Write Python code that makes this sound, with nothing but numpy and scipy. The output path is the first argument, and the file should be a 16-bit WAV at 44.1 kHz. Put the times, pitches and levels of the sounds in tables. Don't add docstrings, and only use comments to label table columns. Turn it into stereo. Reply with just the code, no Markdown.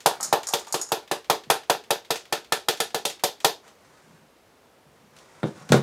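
import sys
import numpy as np
from scipy import signal
from scipy.fft import rfft, irfft, next_fast_len
from scipy.io import wavfile
from scipy.ndimage import map_coordinates

SR = 44100
rng = np.random.default_rng(int(sys.argv[2]) if len(sys.argv) > 2 else 0)


def transcribe(u):
    v = np.clip(np.atleast_2d(u).T, -1, 1)
    q = np.round(v * 32767).astype(np.int16)
    wavfile.write(sys.argv[1], SR, q)


def attenuation_scalar(level_db):
    decades = np.asarray(level_db, float) / 20
    return 10 ** decades


N = 256662
LEAD = 64


def unit(x):
    return x / np.sqrt(np.mean(x ** 2) + 1e-20)


def along(points, hz):
    f, v = np.transpose(points)
    return np.interp(np.log(hz + 1), np.log(f + 1), v)


def filtered(x, response):
    m = next_fast_len(x.shape[-1] + 4096)
    spectrum = rfft(x, m) * response(np.fft.rfftfreq(m, 1 / SR))
    return irfft(spectrum, m)[..., :x.shape[-1]]


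def colour(points):
    return lambda hz: attenuation_scalar(along(points, hz))


def modes(table):
    def response(f):
        total = 0
        for k, (centre_hz, width_hz, level_db) in enumerate(table):
            damping = 1j * f * width_hz
            total = total + (-1) ** k * attenuation_scalar(level_db) * damping / (centre_hz ** 2 - f * f + damping)
        return total
    return response


def burst(response, t60_s, rise_s, noisy=1.0, size=4096):
    t = np.arange(size) / SR
    force = (1 - np.clip(noisy, 0, 1)) * 4 + noisy * rng.standard_normal(size)
    force = force * attenuation_scalar(-60 * t / t60_s) * (1 - np.exp(-t / rise_s))
    click = np.linalg.norm(force) * (t == 0)
    send = force if noisy < 1 else click
    sound = filtered(np.pad([force, send], ((0, 0), (LEAD, 0))), response)
    if noisy < 1:
        return sound / np.abs(sound[0]).max()
    return sound / (np.linalg.norm(sound[1]) / 3)


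def add(track, start_s, sound):
    i = max(round(start_s * SR) - LEAD, 0)
    track[:, i:i + sound.shape[1]] += sound[:, :N - i]


# hz, level_db
AIR_COLOUR = [(12, -89), (20, -6.5), (60, 1), (170, -10.5), (266, -7), (307, -9.5), (395, -7.5),
              (442, -6.5), (2080, -19.5), (2330, -19.5), (9500, -30.5), (15300, -33.5), (16700, -46)]
# hz, level_db
AIR_SIDE = [(60, -9), (110, -8), (200, -4), (380, -7.5), (700, -7), (1290, -6), (2380, -8.5), (4400, -9.5),
            (8120, -9), (15000, -15.5)]


def air():
    mid, side = filtered(rng.standard_normal((2, N)), colour(AIR_COLOUR))
    gain = attenuation_scalar(-56.5) / np.std(mid)
    whine = attenuation_scalar(-89) * np.sin(2 * np.pi * 11030 * np.arange(N) / SR)
    return gain * mid + whine, gain * filtered(side, colour(AIR_SIDE))


# start_s, length_s, hiss_db, rub_db (against hiss)
MOVES = [(0.12, 0.4, -45, -9), (3.607, 0.15, -51, -12), (3.66, 0.63, -54.5, -5), (4.022, 0.31, -62.5, 11),
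         (4.315, 0.12, -82, 3.5), (4.827, 0.49, -62, 7.5), (4.55, 0.23, -76, 8), (5.086, 0.4, -52, -9),
         (5.291, 0.28, -55.5, -14), (5.416, 0.12, -46, -1), (5.458, 0.37, -47.5, 5.5),
         (5.677, 0.064, -40, -12)]
# time_s, level_db
ROLLING = [(0.0, -90.5), (0.136, -28.5), (0.256, -50), (0.634, -39), (0.83, -46), (0.912, -50), (1.05, -44)]
# hz, density_db_per_hz
HISS = [(1180, 8), (2000, 3), (2950, -6), (6470, -4), (9980, -11), (15600, -56.5), (16500, -47)]
# hz, density_db_per_hz
RUB = [(30, -26.5), (60, -16.5), (150, 4), (300, -14.5), (600, -32.5), (1500, -52.5)]
# centre_hz, width_hz, level_db
TUBE = [(818, 458, 17.5), (480, 820, 1)]


def rustle(cloth_db, rattle_db):
    t = np.arange(N) / SR
    rise_share, grain = 0.35, 300
    hiss, rub = np.zeros(N), np.zeros(N)
    for start_s, length_s, hiss_db, rub_db in MOVES:
        corners_s = [start_s, start_s + rise_share * length_s, start_s + length_s]
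        swell = attenuation_scalar(hiss_db) * np.sin(np.pi / 2 * np.interp(t, corners_s, [0, 1, 0])) ** 2
        hiss += swell
        rub += attenuation_scalar(rub_db) * swell
    time_s, level_db = np.transpose(ROLLING)
    rolling = np.clip((time_s[-1] - t) / 0.06, 0, 1) * attenuation_scalar(np.interp(t, time_s, level_db))
    layers = [(hiss, colour(HISS), cloth_db), (rub, colour(RUB), cloth_db), (rolling, modes(TUBE), rattle_db)]
    out = np.zeros(N)
    for level, shape, grain_db in layers:
        clumps = map_coordinates(rng.standard_normal(N // grain + 4), [np.arange(N) / grain])
        out += level * unit(attenuation_scalar(grain_db * clumps) * filtered(rng.standard_normal(N), shape))
    return out


# start_s, peak_db
TICKS = [(0.0044, -36.5), (0.4325, -30), (0.6479, -44), (0.669, -36.5), (0.709, -45), (2.158, -24.5),
         (2.773, -34), (3.0984, -26), (3.403, -35.5), (3.679, -45), (5.1652, -44), (5.1869, -44),
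         (5.471, -45), (5.5745, -49), (5.6012, -49), (5.6908, -31.5)]
LIFTS = [1.0763, 1.2438, 1.4362, 1.633, 1.838, 2.0478, 2.2535, 2.445, 2.9043, 3.1946]
# hz, density_db_per_hz
SCUFF = [(800, -5.5), (1500, -1), (3500, 1.5), (6500, -9), (9000, -15.5), (16000, -21.5)]
# hz, density_db_per_hz
PING = [(1760, -24.5), (3000, -38), (4020, -8.5), (5420, -2), (5910, 0.5), (6910, 2.5), (14500, -16),
        (15500, -47.5), (16500, -77.5)]


def ticks():
    out = np.zeros((2, N))
    lifts = [(start_s, -39, -25) for start_s in LIFTS]
    others = [(start_s, peak_db, -8.5) for start_s, peak_db in TICKS]
    for start_s, peak_db, bright_db in lifts + others:
        add(out, start_s, attenuation_scalar(peak_db + 5.5) * burst(colour(SCUFF), 0.04, 0.00048))
        add(out, start_s, attenuation_scalar(peak_db + bright_db + 9.5) * burst(colour(PING), 0.0066, 0.0001))
    return out


# start_s, weight_db, flat_db (against weight), edge_db (against weight)
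THUDS = [
    (1.468, -41, 0, -36),
    (4.86, -47.5, -24.5, -29),
    (5.431, -15.5, -2.5, 0),
    (5.441, -25.5, 13.5, -10),
    (5.456, -26.5, 0, -20),
    (5.7, -12.5, -14.5, -29.5),
    (5.7207, -7, 4, 9),
    (5.743, -10.5, 8, -45),
    (5.758, -21.5, 8.5, -21),
    (5.8, -24, -6, -30),
]
# centre_hz, width_hz, level_db
BOOM = [(135, 23, 4.5), (157.7, 71, -1.5), (260.2, 21, -2.5)]
# centre_hz, width_hz, level_db
PLATE = [(316.3, 190, -1.9), (490, 220, -0.64)]
# hz, density_db_per_hz
KNOCK = [(300, -31.5), (600, 6.5), (1000, 1), (1400, 5), (1800, -1.5), (2600, -10), (3700, -7.5),
         (5000, -24.5), (9000, -52.5)]
# centre_hz, width_hz, level_db
EDGE = [(3730, 160, 10), (1410, 63, -27)]
# hz, density_db_per_hz
CLATTER = [(1180, -40), (2000, -9), (3520, -20.5), (4310, -7.5), (6360, -4.5), (9980, -10), (14700, -20),
           (15900, -22.5), (16500, -67)]


def thuds():
    out = np.zeros((2, N))
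    lower, upper = modes(PLATE[:1]), modes(PLATE[1:])
    for start_s, weight_db, flat_re_db, edge_re_db in THUDS:
        flat_db, edge_db = weight_db + flat_re_db, weight_db + edge_re_db
        add(out, start_s, attenuation_scalar(weight_db) * burst(modes(BOOM), 0.017, 0.001, noisy=0.059))
        add(out, start_s, attenuation_scalar(flat_db) * burst(lower, 0.0014, 0.00031, noisy=0.11))
        add(out, start_s, attenuation_scalar(5.4 * flat_db - 5) * burst(upper, 0.0042, 0.00034, noisy=0.12))
        add(out, start_s, attenuation_scalar(edge_db) * burst(colour(KNOCK), 0.04, 0.00026))
        add(out, start_s, attenuation_scalar(edge_db - 17.5) * burst(modes(EDGE), 0.016, 0.0004))
        add(out, start_s, attenuation_scalar(1.8 * edge_db - 12) * burst(colour(CLATTER), 0.011, 0.000076))
    return out


# start_s, peak_db, ring_db (against peak)
PELLETS = [(0.2073, -11, -10), (0.2292, -2, -3.5), (0.2453, -8, -12), (0.4697, -8, -3), (0.4872, -7.5, -9),
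           (0.5264, -14.5, -8), (0.594, -17.5, -10), (0.6807, -28, 1), (0.7246, -2, -12.5),
           (0.7966, -25, 4), (0.8141, -7.5, -1.5), (0.8894, -24.5, -3)]
# centre_hz, width_hz, level_db
BOWL = [(5280, 250, -17), (6770, 40, 2), (7350, 120, -16), (8230, 100, -18), (8850, 250, -17),
        (11400, 300, -20)]


def pellets():
    out = np.zeros((2, N))
    for start_s, peak_db, ring_db in PELLETS:
        add(out, start_s, attenuation_scalar(peak_db - 7.5) * burst(colour(PING), 0.037, 0.00016))
        add(out, start_s, attenuation_scalar(peak_db + ring_db - 4) * burst(modes(BOWL), 0.006, 0.0002))
        add(out, start_s, attenuation_scalar(0.37 * peak_db - 25) * burst(colour(KNOCK), 0.017, 0.00055))
    return out


# start_s, knock_db (peak), wall_db (against knock), blade_db (against knock)
RAPS = [(0.06, -3.5, -23.5, -11), (0.327, -4.5, -22.5, -15), (0.536, -13.5, -17.5, -3.5),
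        (0.742, -14, -23, -7.5), (0.919, -11, -19, -9), (1.113, -13.5, -15.5, -9),
        (1.299, -6, -20.5, -10.5), (1.501, -5.5, -15, -9), (1.698, -7, -16.5, -10),
        (1.906, -11, -14.5, -6.5), (2.105, -13, -15.5, -5.5), (2.325, -14.5, -11.5, -6),
        (2.522, -12.5, -11.5, -5), (2.685, -13, -11.5, -3), (2.802, -17, -11, -0.5),
        (2.945, -15.5, -15.5, -5.5), (3.052, -19, -17, 1), (3.237, -11.5, -20, -3.5),
        (3.446, -7, -18, -5.5)]
# centre_hz, width_hz, level_db
HOLLOW = [(149, 72, 0.5), (327.6, 150, 3), (420.5, 99, 7), (528, 390, -18)]
# centre_hz, width_hz, level_db
WALL = [(1333, 152, 6), (1773, 45, 10.5), (2485, 460, 1)]
# centre_hz, width_hz, level_db
BLADE = [(3526, 810, 4), (5070, 670, -5)]
# hz, density_db_per_hz
SNAP = [(1500, -33), (4000, -9), (8000, -3), (13000, 5.5), (15900, -16), (16500, -58)]
# centre_hz, width_hz, level_db
STEEL = [(3560, 55, -9.5), (3630, 27, -13), (3705, 39, 12)]
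# centre_hz, width_hz, level_db
SCALE = [(448.4, 22.4, -1.5), (578, 28.4, -2.5), (896, 23, -21.5)]
SCALE_SEND = [
    [1],
    [.4],
]


def raps():
    out = np.zeros((2, N))
    for start_s, knock_db, wall_db, blade_db in RAPS:
        parts = [(wall_db + 9.5, modes(WALL)),
                 (blade_db + 1.0, modes(BLADE)),
                 (blade_db + 4, colour(CLATTER))]
        chatter = lambda f: np.sqrt(sum(np.abs(attenuation_scalar(level_db) * part(f)) ** 2 for level_db, part in parts))
        effort_db = 10 * np.log10(np.mean(chatter(np.linspace(500, 16000, 200)) ** 2))
        pan = [(hz, width_hz, db + 3 * rng.standard_normal()) for hz, width_hz, db in SCALE]
        pitch = 0.98 + (1.028 - 0.98) * np.exp(-start_s / 1.0)
        knock = lambda f: modes(TUBE)(f / pitch) ** 2
        hollow_db = 0.56 * knock_db
        snap_db = knock_db + blade_db - 1 + 4 * (knock_db > -12)
        steel_db = knock_db + 2.7 * blade_db - 4
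        pan_gain = attenuation_scalar(hollow_db - 13) * np.array(SCALE_SEND)

        add(out, start_s - 0.0015, attenuation_scalar(knock_db - 28) * burst(colour(CLATTER), 0.008, 0.0004))
        add(out, start_s - 0.0004, attenuation_scalar(knock_db + 0.3) * burst(knock, 0.00078, 0.000067, noisy=0.2))
        add(out, start_s + 0.00074, attenuation_scalar(hollow_db - 14) * burst(modes(HOLLOW), 0.0007, 0.00041, noisy=0.15))
        add(out, start_s + 0.00058, attenuation_scalar(knock_db + effort_db + 15.0) * burst(chatter, 0.046, 0.00055))
        add(out, start_s + 0.0005, attenuation_scalar(snap_db) * burst(colour(SNAP), 0.005, 0.0001))
        add(out, start_s + 0.000886, attenuation_scalar(steel_db) * burst(modes(STEEL), 0.0072, 0.0003))
        add(out, start_s + 0.00803, pan_gain * burst(modes(pan), 0.015, 0.0015, noisy=0.43))
    return out


# hz, t60_s
ROOM = [(100, 0.09), (300, 0.3), (700, 0.21), (2000, 0.21), (5000, 0.24), (13000, 0.16)]


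def tail(delay_s):
    hz, t, z = signal.stft(rng.standard_normal(SR // 3), SR, nperseg=256)
    decay = attenuation_scalar(-60 * t / along(ROOM, hz)[:, None])
    h = signal.istft(z * decay, SR, nperseg=256)[1]
    h = h * (1 - np.exp(-np.arange(len(h)) / SR / delay_s))
    return h / np.linalg.norm(h)


def diffuse(x, size=8192):
    out = np.zeros(N + SR)
    for i in range(0, N, size):
        part = signal.fftconvolve(x[i:i + size], tail(0.0013))
        out[i:i + len(part)] += part
    return filtered(out[:N], lambda hz: (1j * hz / (220 + 1j * hz)) ** 2)


# delay_s, level_db
WALLS = [(.0042, -26), (.0086, -10.5), (.0134, -5.5), (0.0187, -7.5), (0.0229, -18.5), (0.043, -25),
         (.0522, -9.5)]
# hz, level_db
NEAR_SIDE = [(60, -27.5), (110, -38.5), (200, -28.5), (380, -26.5), (700, -22.5), (1290, -24.5),
             (2380, -14.5), (4400, -19), (8120, -14), (15000, -20)]
# hz, level_db
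FAR_SIDE = [(60, -8.5), (110, -57.5), (200, -34), (380, -45), (700, -19), (1290, -17.5), (2380, -14.5),
            (4400, -12), (8120, -8), (15000, -18.5)]


def room(x, send, echo_db, tail_db):
    echoes = sum(attenuation_scalar(level_db) * np.pad(send, (round(delay_s * SR), 0))[:N] for delay_s, level_db in WALLS)
    echoes = filtered(echoes, lambda hz: 1 / (1 + 1j * hz / 2500) ** 2)
    mid = x + attenuation_scalar(echo_db) * echoes + attenuation_scalar(tail_db) * diffuse(send)
    spread = np.diff(rng.standard_normal(12) * np.hanning(12))
    turn = lambda hz: np.exp(1j * np.angle(signal.freqz(spread, worN=hz, fs=SR)[1]))
    near = filtered(x, lambda hz: turn(hz) * colour(NEAR_SIDE)(hz))
    far = filtered(diffuse(send), colour(FAR_SIDE))
    return mid, near + attenuation_scalar(tail_db - 2.0) * far


def scene():
    contacts = raps() + pellets() + ticks() + thuds()
    direct, send = contacts + attenuation_scalar(-5.0) * rustle(cloth_db=2.5, rattle_db=10.5)
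    mid, side = np.array(room(direct, send, echo_db=-6.0, tail_db=-1.5)) + np.array(air())
    return np.array([mid + side, mid - side])


def band_limit(x):
    return signal.sosfilt(signal.butter(12, 16820, fs=SR, output="sos"), x)


def record(dry):
    bass_cut = lambda hz: (1j * hz / (85 + 1j * hz)) ** 3
    treble_cut = lambda hz: (hz < 16800) / (1 + (hz / 16000) ** 40)
    x = filtered(dry, lambda hz: bass_cut(hz) * treble_cut(hz))
    mix = x / (1 + np.abs(x / 0.99) ** 6) ** (1 / 6)
    return band_limit(mix)


dry = scene()
out = record(dry)
transcribe(out)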